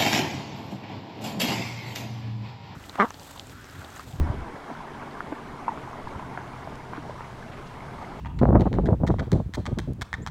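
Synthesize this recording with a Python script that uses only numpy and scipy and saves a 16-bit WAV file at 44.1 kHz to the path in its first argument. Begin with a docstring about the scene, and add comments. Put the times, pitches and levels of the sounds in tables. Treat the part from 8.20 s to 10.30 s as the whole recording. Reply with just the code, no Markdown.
"""Hooves clack on a hard gravel road: a horse canters closer, three beats to the stride.
Each hoof lands in up to three quick contacts, grinds the grit and thuds; the trees behind echo it.
Wind buffets the microphone, hardest early on, with a low rumble and short slaps of swirling air.
A small bird chirps far off over the hush of the woods, and a harness buckle ticks once."""
import sys
import numpy as np
from scipy import signal
from scipy.fft import rfft, irfft, next_fast_len
from scipy.io import wavfile
from scipy.ndimage import uniform_filter1d

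SR = 44100
rng = np.random.default_rng(int(sys.argv[2]) if len(sys.argv) > 2 else 0)


def unload_wav(signal):
    """Save mono or channel-first audio to the path in sys.argv[1] as 16-bit WAV at rate SR, clipped to [-1, 1]."""
    wavfile.write(
        sys.argv[1],
        SR,
        np.round(np.clip(np.atleast_2d(signal).T, -1, 1) * 32767).astype(np.int16),
    )


N = 92610
T = np.arange(N) / SR

# tone of the hush of the woods: f/Hz, level/dB
HUSH_COLOUR = [(100, 6), (1100, -5.5), (2700, -16), (5200, -23.5), (8500, -26), (11000, -30.5)]
# bird chirps: t/s, level/dB
CHIRPS = [(0.159, -70), (2.014, -54)]
# how hard the wind pushes on the microphone: t/s, level/dB
RUMBLE_LEVELS = [(0, -37), (.04, -32.5), (.12, -34.5), (.19, -25), (.3, -16), (.5, -28.5), (.6, -19),
                 (.74, -29), (.79, -28.5), (.92, -21), (1.06, -38.5), (1.16, -24.5), (1.32, -42.5),
                 (1.45, -34), (1.6, -31.5), (1.72, -34.5), (1.87, -49), (2.0, -38)]
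# tone of that rumble: f/Hz, level/dB
RUMBLE_COLOUR = [(20, -6.5), (48, 9), (85, 1), (170, -2), (600, -35.5), (2500, -83)]
# buffets (short puffs of wind; smaller swirls sound higher): t/s, length/s, level/dB, f/Hz
BUFFETS = [(0.213, 0.026, -16, 198), (0.252, 0.028, -23.5, 187), (0.279, 0.028, -21, 193),
           (0.321, 0.059, -18.5, 199), (0.35, 0.011, -13, 252), (0.392, 0.038, -20, 210),
           (0.456, 0.017, -17.5, 222), (0.512, 0.091, -25, 142.5), (0.585, 0.0087, -20, 210),
           (0.635, 0.051, -23.5, 150), (0.683, 0.026, -21.5, 165), (0.707, 0.036, -22, 168),
           (0.8, 0.032, -27.5, 152), (.835, 0.012, -17, 155), (.885, 0.028, -20.5, 198),
           (0.987, 0.044, -26, 165), (1.065, 0.015, -30, 145), (1.121, 0.037, -17.5, 131),
           (1.145, 0.039, -29.5, 183), (1.197, 0.011, -27.5, 189), (1.371, 0.031, -25.5, 171),
           (1.474, 0.016, -25.5, 132), (1.512, 0.013, -26.5, 112), (1.573, 0.022, -28, 140),
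           (1.674, 0.046, -28, 112.6), (1.782, 0.037, -37.5, 120), (1.981, .05, -35, 131)]
# tone of a usual buffet: f/Hz, level/dB
BUFFET_COLOUR = [(25, -25), (70, 2.5), (180, 4), (320, -2.5), (600, -9), (1050, -20.5), (2600, -60.5),
                 (5000, -74)]
# single swirls that slap the microphone: t/s, peak level/dB, f/Hz
SLAPS = [(.2327, -5.5, 440), (0.2546, -9.5, 790), (0.2893, -12, 450), (0.3063, -12.5, 470),
         (.329, -13.5, 750), (.348, -4.5, 126), (0.3551, -7, 616), (.366, -6.5, 125.5), (0.418, -11.5, 286),
         (.586, -12.5, 754), (.688, -9, 417), (0.7226, -11, 138), (.730, -15.5, 693), (.835, -15, 606),
         (0.9035, -12, 630), (.941, -17.5, 684), (1.132, -8.5, 189), (1.2012, -18.5, 547),
         (1.26, -22.5, 87), (1.292, -28.5, 236), (1.526, -15.5, 151), (1.577, -18, 240)]
# tone of the echo from the trees: f/Hz, level/dB
ECHO_COLOUR = [(300, -20), (900, 4), (2100, -6.5), (2700, 4.5), (3200, -1.5), (7000, -3.5), (15000, -2)]
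# tone of a hoof on gravel: f/Hz, level/dB
HOOF_COLOUR = [(250, -16), (550, -11.5), (850, 3), (1400, 1.5), (2100, 2), (3150, -1.5), (4200, -2.5),
               (4900, -8.5), (5600, -7), (8200, -14), (10500, -24.5), (15500, -27.5)]
# notes of the hollow under a hoof: multiple of its pitch, level/dB
HOLLOW_NOTES = [(1, -2.5), (2.03, -10.5)]
# the band that the bounce off the road cancels: f/Hz, level/dB
GROUND_DIP = [(2100, 1.5), (2550, -8.5), (2900, -13), (3120, 0)]
# each hoof takes the weight:
# t/s, crunch length/s, crunch level/dB, brightness/(dB per octave), hollow f/Hz, hollow level/dB
FOOTFALLS = [(0.057, .016, -39.5, -6.5, 935, 2), (0.188, 0.013, -46, -2.5, 990, -4),
             (0.411, .010, -43.5, -2, 1890, -2), (0.535, 0.026, -49, -3.5, 890, 1.5),
             (0.67, 0.003, -43, -1.5, 1655, 11.5), (0.867, 0.018, -40, -1.5, 1930, -2.5),
             (0.996, 0.01, -37, -4.5, 1840, 1), (1.128, .0047, -40.5, 0.5, 2130, -6),
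             (1.343, 0.013, -36.5, 0.5, 2050, 0), (1.462, 0.017, -43, -2.5, 1120, 0.5),
             (1.598, .0034, -43, 0.5, 1580, 6.5), (1.818, 0.0088, -34.5, 0, 1510, -1),
             (1.938, 0.013, -37.5, -3, 1795, 12.5), (2.07, 0.015, -43, -1.6, 1800, -6)]
# hoof contacts, heel then toe: t/s, level/dB
CONTACTS = [(0.049, -17), (0.0588, -13), (0.1904, -17.5), (0.3975, -24), (0.4083, -14.5), (0.5296, -13),
            (.540, -13.5), (.658, -16), (0.6648, -19.5), (.873, -16.5), (0.8774, -14.5), (0.9858, -16),
            (.9932, -14.5), (0.9973, -10.5), (1.118, -10), (1.1295, -22.5), (1.338, -13), (1.349, -21),
            (1.456, -11.5), (1.4634, -13), (1.4674, -8.5), (1.5874, -9), (1.5922, -9.5), (1.8128, -13.5),
            (1.8181, -9), (1.8205, -10), (1.9299, -3.5), (1.9399, -2.5), (2.0644, -7.5), (2.0734, -7.5)]


def from_db(db):
    """Turn decibels into a number to multiply by."""
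    return 10 ** (np.asarray(db) / 20)


def rms_one(x):
    """Scale to an average (rms) size of 1."""
    return x / np.sqrt(np.mean(x ** 2) + 1e-20)


def unit_energy(x):
    """Scale to a total energy of 1."""
    return x / np.sqrt(np.sum(x ** 2) + 1e-20)


def colour(x, points, tilt_db=0):
    """Shape the tone along (f/Hz, level/dB) points, adding tilt_db for each octave up."""
    size = 2 * next_fast_len(len(x))
    octave = np.log2(np.maximum(np.arange(size // 2 + 1) * SR / size, 1))
    hz, db = np.transpose(points)
    curve_db = np.interp(octave, np.log2(hz), db + tilt_db * np.log2(hz / hz[0]))
    cepstrum = irfft(np.log(from_db(curve_db)))
    cepstrum[1:size // 2] *= 2  # fold it so that nothing rings before the hit (minimum phase)
    cepstrum[size // 2 + 1:] = 0
    return irfft(rfft(x, size) * np.exp(rfft(cepstrum)))[:len(x)]


def drift(rate_hz, size):
    """A smooth random wander, about 1 in size."""
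    noise = rng.standard_normal(size + SR // 2)
    return rms_one(signal.sosfilt(signal.butter(2, rate_hz, fs=SR, output="sos"), noise)[-size:])


def even(x, span_s):
    """Take the slow swings of level out of a noise."""
    return x / np.sqrt(np.abs(uniform_filter1d(x ** 2, int(span_s * SR))) + 1e-12)


def add(out, s, x):
    """Mix x in at s seconds."""
    i = max(int(s * SR), 0)
    out[i:i + len(x)] += x[:max(N - i, 0)]


def clack(t, fall_s=0.0014):
    """A hard contact: one sharp pulse and a brief spray of tiny clicks."""
    x = unit_energy(rng.standard_normal(len(t)) * np.exp(-t / fall_s))
    x[0] += 1
    return unit_energy(x)


def hush(level_db=-55.5):
    """The soft, steady hiss of the woods."""
    return from_db(level_db) * rms_one(colour(rng.standard_normal(N), HUSH_COLOUR))


def bird(start_hz=5900, end_hz=7700, glide_s=0.011, peak_s=0.013, waver_hz=220):
    """Thin, far chirps that slide up and level off."""
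    out, t = np.zeros(N), T[:SR // 10]
    glide_hz = end_hz + (start_hz - end_hz) * np.exp(-t / glide_s)
    shape = (t / peak_s * np.exp(1 - t / peak_s)) ** 2
    for s, db in CHIRPS:
        hz = glide_hz + waver_hz * drift(rate_hz=600, size=len(t))
        add(out, s, from_db(db) * shape * np.sin(2 * np.pi * np.cumsum(hz) / SR))
    return out


def wind_rumble():
    """Wind pushes on the microphone: a low noise that swells and sinks."""
    level_db = np.interp(T, *np.transpose(RUMBLE_LEVELS))
    return from_db(level_db) * even(colour(rng.standard_normal(N), RUMBLE_COLOUR), span_s=0.024)


def wind_buffets(rise_s=0.00431, fall_s=0.0055, flutter_db=2.5, usual_hz=180, usual_db=-20):
    """Ragged puffs of swirling air hit the microphone; harder ones sound brighter."""
    out, t = np.zeros(N), T[:SR // 8]
    size = 2 * len(t)
    for s, length, db, pitch_hz in BUFFETS:
        swirls = rng.standard_normal(size) * from_db(flutter_db * drift(rate_hz=151, size=size))
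        tone = [(hz * pitch_hz / usual_hz, level) for hz, level in BUFFET_COLOUR]
        swirls = colour(swirls, tone, tilt_db=0.0338 * (db - usual_db))
        rise = np.sin(np.pi / 2 * np.minimum(t / rise_s, 1)) ** 2
        fall = 1 / np.cosh(np.maximum(t - length, 0) / fall_s)
        add(out, s - rise_s / 2, from_db(db) * rise * fall * even(swirls, span_s=0.016)[-len(t):])
    return out


def wind_slaps(fade_cycles=0.57, pitch_sag=0.2):
    """Single swirls slap the microphone and die in a cycle or two, sinking in pitch."""
    out, t = np.zeros(N), T[:SR // 8]
    for s, db, hz in SLAPS:
        fade = np.exp(-t * hz / fade_cycles)
        sinking_hz = hz * (1 - pitch_sag * (1 - fade))
        slap = fade * np.sin(2 * np.pi * np.cumsum(sinking_hz) / SR)
        top_hz = np.clip(2340 + 62.5 * db, hz, 2 * np.pi * hz)  # weaker slaps are duller
        band = signal.butter(4, [hz / (2 * np.pi), top_hz], "band", fs=SR, output="sos")
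        slap = signal.sosfilt(band, slap)
        add(out, s, from_db(db) * slap / np.abs(slap).max())
    return out


def trunk_scatter(delay_s=0.018, rise_s=0.0055, fall_s=0.055, gain_db=-7.5):
    """Many trunks throw one click back: a short wait, a swell and a fade."""
    t = np.maximum(T[:SR // 2] - delay_s, 0)
    shape = (1 - np.exp(-t / rise_s)) * np.exp(-t / fall_s)
    return from_db(gain_db) * unit_energy(colour(rng.standard_normal(len(t)), ECHO_COLOUR) * shape)


def tree_echo(horse, db_per_s=-4.5, earlier_s=0.023, earlier_db=-13):
    """The echo changes as the horse moves on, and its share shrinks as the horse nears."""
    out, step = np.zeros(N), SR // 8
    sent = horse * from_db(db_per_s * T)
    for i in range(0, N, step):
        add(out, i / SR, signal.fftconvolve(sent[i:i + step], trunk_scatter()))
    # a hoofbeat from just before the start is still echoing
    earlier_echo = colour(trunk_scatter(), HOOF_COLOUR)[int(earlier_s * SR):]
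    add(out, 0, from_db(earlier_db) * earlier_echo)
    return out


def buckle(at_s=1.7338, gain_db=-30.5, band_hz=(3500, 12000)):
    """A harness buckle gives one small, bright tick."""
    out = np.zeros(N)
    band = signal.butter(1, band_hz, "band", fs=SR, output="sos")
    add(out, at_s, from_db(gain_db) * signal.sosfilt(band, clack(T[:SR // 20])))
    return out


def hoof_tone(x, s, tilt_db, hollow_hz, hollow_db, width_hz=250, full_dip_s=0.88):
    """Shape a clack or crunch by the hoof, its ringing hollow and the bounce off the road."""
    x = colour(x, HOOF_COLOUR, tilt_db)
    hollow = np.zeros(len(x))
    for multiple, db in HOLLOW_NOTES:
        hz = multiple * hollow_hz
        hollow += from_db(db) * signal.lfilter(*signal.iirpeak(hz, hz / width_hz, fs=SR), x)
    depth = min(s / full_dip_s, 1)  # the dip deepens as the horse nears
    return colour(x + from_db(hollow_db) * hollow, [(hz, db * depth) for hz, db in GROUND_DIP])


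def hooves(grit_spread_db=2, crunch_fall_s=0.0034, thud_hz=63.6, thud_s=0.044, thud_over_crunch_db=16):
    """Each contact cracks and rings the hoof; grit crunches and the ground thuds under the weight."""
    out, t = np.zeros(N), T[:SR // 20]
    for s, db in CONTACTS:
        _, _, _, *tone = min(FOOTFALLS, key=lambda row: abs(row[0] - s))  # the nearest footfall
        add(out, s, from_db(db) * unit_energy(hoof_tone(clack(t), s, *tone)))
    thud = np.sin(2 * np.pi * thud_hz * t) * from_db(-60 * t / thud_s)
    for s, length, db, *tone in FOOTFALLS:
        grains = rng.standard_normal(len(t))
        grains *= from_db(grit_spread_db * np.minimum(rng.exponential(1, len(t)), 5))
        crunch = even(hoof_tone(grains, s, *tone), span_s=0.011)
        fade = np.exp(-np.maximum(t - length, 0) / crunch_fall_s)
        add(out, s, from_db(db) * crunch * fade)
        add(out, s, from_db(db + thud_over_crunch_db) * thud)
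    return out


def scene():
    """The horse, the woods around it and the wind, mixed into one channel."""
    horse = hooves()
    surroundings = hush() + tree_echo(horse) + buckle() + bird()
    wind = wind_rumble() + wind_buffets() + wind_slaps()
    return (surroundings + wind + horse)[None]


def record(dry, low_cut_hz=50.7, high_cut_hz=16000):
    """The microphone loses the deepest rumble; the highest treble is cut steeply."""
    x = signal.sosfilt(signal.butter(3, low_cut_hz, "high", fs=SR, output="sos"), dry)
    return signal.sosfilt(signal.ellip(10, .1, 80, high_cut_hz, fs=SR, output="sos"), x)


dry = scene()
out = record(dry)
unload_wav(out)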